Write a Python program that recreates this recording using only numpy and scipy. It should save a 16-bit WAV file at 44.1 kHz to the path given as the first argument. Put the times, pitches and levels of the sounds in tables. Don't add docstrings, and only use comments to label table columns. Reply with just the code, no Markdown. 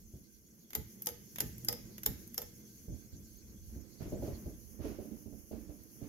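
import sys
import numpy as np
from scipy import signal
from scipy.fft import rfft, irfft, next_fast_len
from scipy.io import wavfile
from scipy.ndimage import uniform_filter1d, map_coordinates

SR = 44100
rng = np.random.default_rng(int(sys.argv[2]) if len(sys.argv) > 2 else 0)


def generate_wav(signal):
    frames = np.transpose(np.atleast_2d(signal))
    scaled = np.clip(frames, -1, 1) * 32767
    pcm = np.round(scaled).astype(np.int16)
    wavfile.write(sys.argv[1], SR, pcm)


N = 268524

# (time [s], relative level [dB])
FAN_SWELL = [(0, -3.5), (.6, -5), (1, 0.5), (1.6, 1.5), (2.6, 0), (3.5, -2), (4.3, 1.5), (6.09, -.5)]
# (frequency [Hz], level [dB])
HISS_SPECTRUM = [(1500, -31), (3000, -11), (3900, -31), (5000, -5), (6600, 4.5), (7400, -11.5), (8500, -20),
                 (9500, -4), (10400, 1), (12200, 3.5), (14000, 0), (15700, -3.5), (16200, -29)]
# (frequency [Hz], level [dB])
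BOOM_SPECTRUM = [(15, -21), (30, -29), (52, 1.5), (85, 2), (130, -4), (200, -8), (350, -11.5), (700, -62)]


def blade_air(turn, blades=5):
    # (frequency [Hz], level [dB])
    air_spectrum = [(65, -48), (110, -10), (165, -11), (210, -2), (288, -17), (325, -7.5), (350, -15.5),
                    (473, -21), (639, -32), (765, -36), (1030, -38), (2130, -40), (4000, -61), (5200, -87),
                    (8800, -120)]
    swell_db, = curves(FAN_SWELL)
    level_db = -57.5 + 1.57 * swell_db + 1.2 * np.sin(blades * turn) + 2.7 * wobble(11)
    return amp(level_db) * noise(air_spectrum, N) * pan(-1.5)


def bearing(turn):
    # (frequency [Hz], half-width [Hz], level [dB])
    shell_modes = [(1566, 62, -89), (2080, 29, -94), (2340, 330, -92), (3376, 155, -87.5),
                   (4490, 420, -77.5), (5580, 360, -78.5), (6180, 150, -75.5), (6710, 210, -80.5),
                   (7640, 540, -81.5)]
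    swell_db, = curves(FAN_SWELL)
    drive_db = 0.5 + 0.93 * swell_db - 4 * distance_doublings() + 0.39 * np.sin(turn)
    sizzle = 0
    for hz, width, db in shell_modes:
        mode = unit(filtered(rng.standard_normal((2, N)), lambda f: 1 / (1 + ((f - hz) / width) ** 2)))
        facing = amp([[-3], [2]]) if hz < 4000 else 1
        sizzle += amp(db + drive_db + 3.7 * wobble(28)) * mode * facing
    hiss = amp(-62 + 0.92 * swell_db + 1.8 * wobble(20.92)) * noise(HISS_SPECTRUM, N)
    return sizzle + hiss


# (time [s], level [dB], ring [Hz], tick [Hz], relative body level [dB],
# knock level [dB], hum level from then on [dB])
PULLS = [(0.7507, -23, 6930, 14700, -15, -43, -67), (1.404, -20, 6910, 12400, -16, -42, -54.5),
         (2.0609, -18, 7100, 14360, -16.5, -41.5, -64.5)]


def motor(hum_hz=120, first_db=-82, glide_s=0.06):
    t = np.arange(N) / SR
    gain = np.full(N, amp(first_db))
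    for s, *_, hum_db in PULLS:
        gain[t >= s] = amp(hum_db)
    gain = uniform_filter1d(gain, int(glide_s * SR) + 1)
    return gain * amp(3.2 * wobble(5)) * np.sin(2 * np.pi * hum_hz * t + 0.24 * wobble(3.6))


def pull_chain():
    # (time [s], level [dB], relative body level [dB])
    beads = [(0.7046, -44, -12), (0.7317, -40, -5), (1.0203, -32, -30), (1.059, -28.5, -30),
             (1.3584, -37, -9), (1.384, -32.5, -7.5), (1.5808, -42, -22), (1.647, -30.5, -32),
             (1.9804, -39.5, -11), (2.0327, -32.5, -13.5), (2.275, -43, -28), (2.343, -36.5, -19),
             (5.8351, -50.5, -27)]
    # (time [s], level [dB], ring [Hz], tick [Hz], relative ring level [dB],
    # knock level [dB], rebound delay [s])
    releases = [(1.069, -24, 6310, 11200, -6, -41.5, .019), (1.685, -21, 5106, 11900, -2.5, -38.5, 0.041),
                (2.378, -25.5, 5650, 11670, -5, -42, .0395)]
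    bead_ring_hz, bead_tick_hz = 6500, 11860
    taut_hz, slack_hz = 432, 479.7
    out = np.zeros((2, N))
    for s, db, body_db in beads:
        tick = click(bead_ring_hz, bead_tick_hz, ring_db=-4.5 + 0.44 * body_db, body_db=body_db)
        add(out, s, amp(db) * tick)
    for s, db, ring_hz, tick_hz, body_db, knock_db, _ in PULLS:
        add(out, s - .0025, amp(db) * pawl_graze())
        add(out, s, amp(db) * click(ring_hz, tick_hz, ring_db=-8.5, body_db=body_db))
        add(out, s + 0.00088, amp(knock_db) * housing_knock(taut_hz, boom_db=-.5))
    for s, db, ring_hz, tick_hz, ring_db, knock_db, rebound_s in releases:
        add(out, s - .0025, amp(db) * pawl_graze())
        add(out, s, amp(db) * click(ring_hz, tick_hz, ring_db=ring_db, body_db=-17))
        add(out, s + 0.00106, amp(knock_db) * housing_knock(slack_hz, boom_db=-17))
        rebound = click(bead_ring_hz, bead_tick_hz, ring_db=-12, body_db=-14)
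        add(out, s + rebound_s, amp(db - 8.5) * rebound)
        add(out, s + rebound_s, amp(db - 26.5) * housing_knock(slack_hz, boom_db=-7))
    return out


def click(ring_hz, tick_hz, ring_db, body_db):
    # (frequency [Hz], level [dB])
    tick_spectrum = [(4710, -28), (8000, -15), (8550, -21), (9480, -14.5), (11100, -2), (12400, 5),
                     (14300, -1.5), (16100, -19), (16500, -77)]
    ring_spectrum = [(2240, -85), (3800, -0.5), (4340, -3.5), (4790, 6.5), (7030, 3), (7450, 3),
                     (7810, -62), (8200, -26), (10700, -41), (18000, -120)]
    body_spectrum = [(300, 5.5), (600, 2), (1300, -0.5), (1600, 5), (2050, -3), (2500, 0), (3600, 5.5),
                     (4400, -24), (6000, -72)]
    t = np.arange(SR // 2) / SR
    tick = amp(-4) * noise(tick_spectrum, len(t)) + amp(-9.5) * mode_cluster(tick_hz, 0.021, t)
    ring = amp(-4) * noise(ring_spectrum, len(t)) + amp(-5.5) * mode_cluster(ring_hz, 0.012, t)
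    body = amp(-3.5) * noise(body_spectrum, len(t)) + amp(-11.5) * mode_cluster(2076, 0.063, t)
    contact = tick * fade(t, 0.0012, 0.016)
    contact += amp(ring_db) * ring * fade(t, 0.0015, 0.013)
    contact += amp(body_db) * body * fade(t, 0.00031, 0.042)
    return room(contact, early_db=-10, early_t60=0.049, tail_db=-10)


def pawl_graze():
    t = np.arange(SR // 2) / SR
    return amp(-20) * noise(HISS_SPECTRUM, len(t)) * fade(t, 0.0021, 0.0081)


def housing_knock(lowest_hz, boom_db):
    # (frequency [Hz], level [dB], 60 dB decay time [s])
    upper_modes = [(585, -15.5, 0.26), (726, -14, 0.071), (834, -7.5, 0.042), (846, -11, 0.051),
                   (1264, -12.5, 0.088), (1825, -22, 0.22), (1980, -27, 0.092)]
    # (frequency [Hz], level [dB])
    clack_spectrum = [(200, -29), (330, -8), (460, 3), (640, -5), (830, -5), (1000, -28), (1300, -11),
                      (1700, -26.5)]
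    t = np.arange(SR // 2) / SR
    modes = [(lowest_hz, 0, .15)]
    modes += [(hz * (1 + 0.021 * rng.normal()), db + rng.normal(), t60) for hz, db, t60 in upper_modes]
    ring = 0
    for hz, db, t60 in modes:
        phase = 2 * np.pi * hz * t + .5 * rng.normal(size=(2, 1))
        ring += amp(db) * np.sin(phase) * fade(t, 0.0026, t60)
    clack = amp(-9.5) * noise(clack_spectrum, len(t)) * fade(t, 0.0042, 0.19)
    boom = amp(boom_db) * noise(BOOM_SPECTRUM, len(t)) * fade(t, 0.021, 0.36)
    return room(amp(-4.5) * ring, early_db=-0.5, early_t60=0.22, tail_db=-20) + clack + boom


def thuds():
    # (time [s], boom level [dB], knock relative to boom [dB], ring level [dB])
    impacts = [(0.134, -47.5, -14.5, -58.5), (2.88, -40, -13, -79), (2.921, -41.5, -15.5, -60),
               (3.124, -47.5, -19, -57), (3.19, -50, -22, -57), (3.757, -43, -15.5, -53.5),
               (4.002, -39, -9, -54), (4.054, -41.5, -8, -77), (4.12, -35, -3, -51),
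               (4.17, -39.5, -14, -63), (4.22, -40, 1, -55), (4.275, -38.5, -2.5, -49.5),
               (4.456, -41.5, -7, -66), (4.788, -38.5, -8.5, -55), (4.843, -41, 1.5, -42),
               (4.906, -43, -6.5, -47.5), (4.984, -45, 1, -46.5), (5.049, -49, -5.5, -47),
               (5.111, -50, -3, -43.5), (5.255, -47.5, -7.5, -47.5), (5.322, -46, -9, -52.5),
               (5.51, -42.5, -0.5, -39.5), (5.69, -46.5, -5.5, -48), (6.013, -42.5, -8.5, -42.5)]
    # (frequency [Hz], level [dB])
    knock_spectrum = [(90, -28), (170, -10), (300, 10.5), (420, 10), (520, 1.5), (590, 7), (780, -7),
                      (1000, -18.5), (1800, -34.5)]
    hollow_spectrum = [(150, -43), (200, -9.5), (220, 4), (255, -15.5), (292, 3.5), (330, -23.5),
                       (420, -51.5)]
    out, t = np.zeros((2, N)), np.arange(SR // 2) / SR
    for s, db, hardness_db, hollow_db in impacts:
        boom = amp(db) * noise(BOOM_SPECTRUM, len(t)) * fade(t, 0.0047, 0.31)
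        knock = amp(db + hardness_db) * noise(knock_spectrum, len(t)) * fade(t, 0.0027, 0.29)
        hollow = amp(hollow_db) * noise(hollow_spectrum, len(t)) * fade(t, 0.0021, 0.51)
        add(out, s, boom + knock + hollow)
    return out


def rustles():
    # (time [s], level [dB], rise time [s])
    brushes = [(3.99, -56.5, 0.021), (4.221, -57.5, 0.028), (4.787, -56.5, 0.034), (4.842, -55, 0.0049),
               (5.505, -64, 0.018), (5.689, -70, 0.0042), (6.012, -63.5, 0.024)]
    # (frequency [Hz], level [dB])
    cloth_spectrum = [(400, 4), (900, -1), (1800, -5.5), (3000, -8.5), (3900, -12.5), (5000, -8),
                      (6500, -6.5), (8300, -35), (11500, -4), (16000, -38)]
    out, t = np.zeros((2, N)), np.arange(SR) / SR
    for s, db, rise_s in brushes:
        add(out, s, amp(db) * noise(cloth_spectrum, len(t)) * fade(t, rise_s, 0.78))
    return out


def hand_rumble():
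    # (time [s], level [dB])
    handling = [(0, -57.5), (.5, -74), (1.8, -59.5), (2.7, -66.5), (3.7, -53.5), (3.93, -58), (4.2, -52),
                (4.7, -54), (6.09, -63)]
    # (frequency [Hz], level [dB])
    rumble_spectrum = [(15, -8), (30, 2.5), (55, 10.5), (90, 9.5), (140, -9.5), (250, -25), (500, -97)]
    level_db, = curves(handling)
    flutter_db = 3.2 * np.array([wobble(22), wobble(14)])
    return amp(level_db + flutter_db) * noise(rumble_spectrum, N) * pan(3.5)


def jingle(count=150):
    bead_modes = [6250, 6600, 12400]
    out, t = np.zeros((2, N)), np.arange(SR // 8) / SR
    for when, which, detune, strength, side in rng.random((count, 5)):
        hz = bead_modes[int(which * len(bead_modes))] * (1 + .2 * (detune - .5))
        ring = np.sin(2 * np.pi * hz * t) * fade(t, 0.0047, t60=0.064) * pan(14 * (side - .5))
        add(out, when * N / SR, amp(-69.5 + 7.9 * strength ** 2) * ring)
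    return out * amp(-7 * distance_doublings())


def room(x, early_db, early_t60, tail_db):
    # (frequency [Hz], 60 dB decay time [s])
    decay_times = [(100, 1), (600, 0.099), (2000, 0.76), (6000, 0.35), (12000, 0.33), (16000, 0.24)]
    hz, t, bands = signal.stft(rng.standard_normal((2, SR // 2)), SR, nperseg=256)
    tail = signal.istft(bands * amp(-60 * t / along(decay_times, hz)[:, None]), SR, nperseg=256)[1]
    t = np.arange(tail.shape[1]) / SR
    early = rng.standard_normal(tail.shape) ** 3 * fade(t, 0.0036, early_t60)
    response = amp(tail_db) * tail / np.linalg.norm(tail[0])
    response += amp(early_db) * early / np.linalg.norm(early[0]) * amp([[-1.5], [1.5]])
    return x + signal.fftconvolve(x, response, axes=1)[:, :x.shape[1]]


def distance_doublings():
    # (time [s], distance [m])
    path = [(0, 0.9), (3.3, 0.57), (4.3, 0.75), (5.1, 3.3), (6.09, 1.47)]
    metres = np.maximum(curves(path)[0], .1)
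    return np.log2(metres / metres[0])


def bass_dips(mix, depth_db=-23, corner_hz=280, fade_s=0.022):
    # (start [s], end [s])
    spans = [(.26, 0.39), (2.95, 3.06), (3.33, 3.42), (3.789, 4.02), (4.58, 6.2), (5.15, 5.24),
             (5.37, 5.24), (5.78, 5.94)]
    t = np.arange(N) / SR
    dipping = sum(1. * ((t > start) & (t < end)) for start, end in spans)
    gain = amp(depth_db * uniform_filter1d(dipping, int(fade_s * SR) + 1))
    bass = filtered(mix[0], lambda hz: 1 / (1 + (hz / corner_hz) ** 6))
    return np.array([mix[0] - (1 - gain) * bass, mix[1]])


def noise(spectrum, size):
    # (frequency [Hz], correlation [1])
    coherence = [(60, 0.45), (130, 0.85), (290, 0.88), (640, 0.31), (1400, 0), (15000, 0)]

    def response(hz):
        angle = np.arccos(np.clip(along(coherence, hz), -1, 1)) / 2
        return amp(along(spectrum, hz)) * [np.cos(angle), np.sin(angle)]

    mid, side = filtered(rng.standard_normal((2, size)), response)
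    return unit(np.array([mid + side, mid - side]))


def mode_cluster(hz, spread, t, count=5):
    modes = hz * (1 + spread * rng.standard_normal((count, 1, 1)))
    return unit(np.sin(2 * np.pi * (modes * t + rng.random((count, 2, 1)))).sum(0))


def fade(t, attack, t60):
    shape = (1 - np.exp(-(t / attack) ** 2)) * amp(-60 * t / t60)
    return shape / shape.max()


def filtered(x, response):
    n = x.shape[-1]
    padded = next_fast_len(n + 2 ** 13)
    return irfft(rfft(x, padded) * response(np.fft.rfftfreq(padded, 1 / SR)), padded)[..., :n]


def wobble(rate):
    return map_coordinates(rng.standard_normal(256), [np.arange(N) * rate / SR], mode="mirror")


def along(points, hz):
    f, v = np.transpose(points)
    return np.interp(np.log(hz + 1), np.log(f + 1), v)


def curves(rows):
    s, *columns = np.transpose(rows)
    return [np.interp(np.arange(N) / SR, s, column) for column in columns]


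def pan(db):
    return unit(amp([[db / 2], [-db / 2]]))


def amp(db):
    return 10 ** (np.asarray(db) / 20)


def unit(x):
    return x / np.sqrt(np.mean(x ** 2) + 1e-20)


def add(track, s, sound):
    part = track[:, max(round(s * SR), 0):][:, :sound.shape[-1]]
    part += sound[..., :part.shape[-1]]


def scene(turn_hz=3.8):
    # (frequency [Hz], left minus right level [dB])
    balance = [(60, -5.5), (130, -1), (220, -2), (600, -1.5), (1300, -2.5), (2400, -8), (4400, -1.5),
               (8000, 2.5), (15000, -1.5)]
    turn = 2 * np.pi * turn_hz * np.arange(N) / SR
    fan = blade_air(turn) + bearing(turn) + motor()
    mix = fan + pull_chain() + jingle() + hand_rumble() + thuds() + rustles()
    return bass_dips(filtered(mix, lambda hz: amp(np.outer([.5, -.5], along(balance, hz)))))


def record(dry, top_hz=16500):
    return filtered(dry, lambda hz: hz < top_hz)


dry = scene()
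out = record(dry)
generate_wav(out)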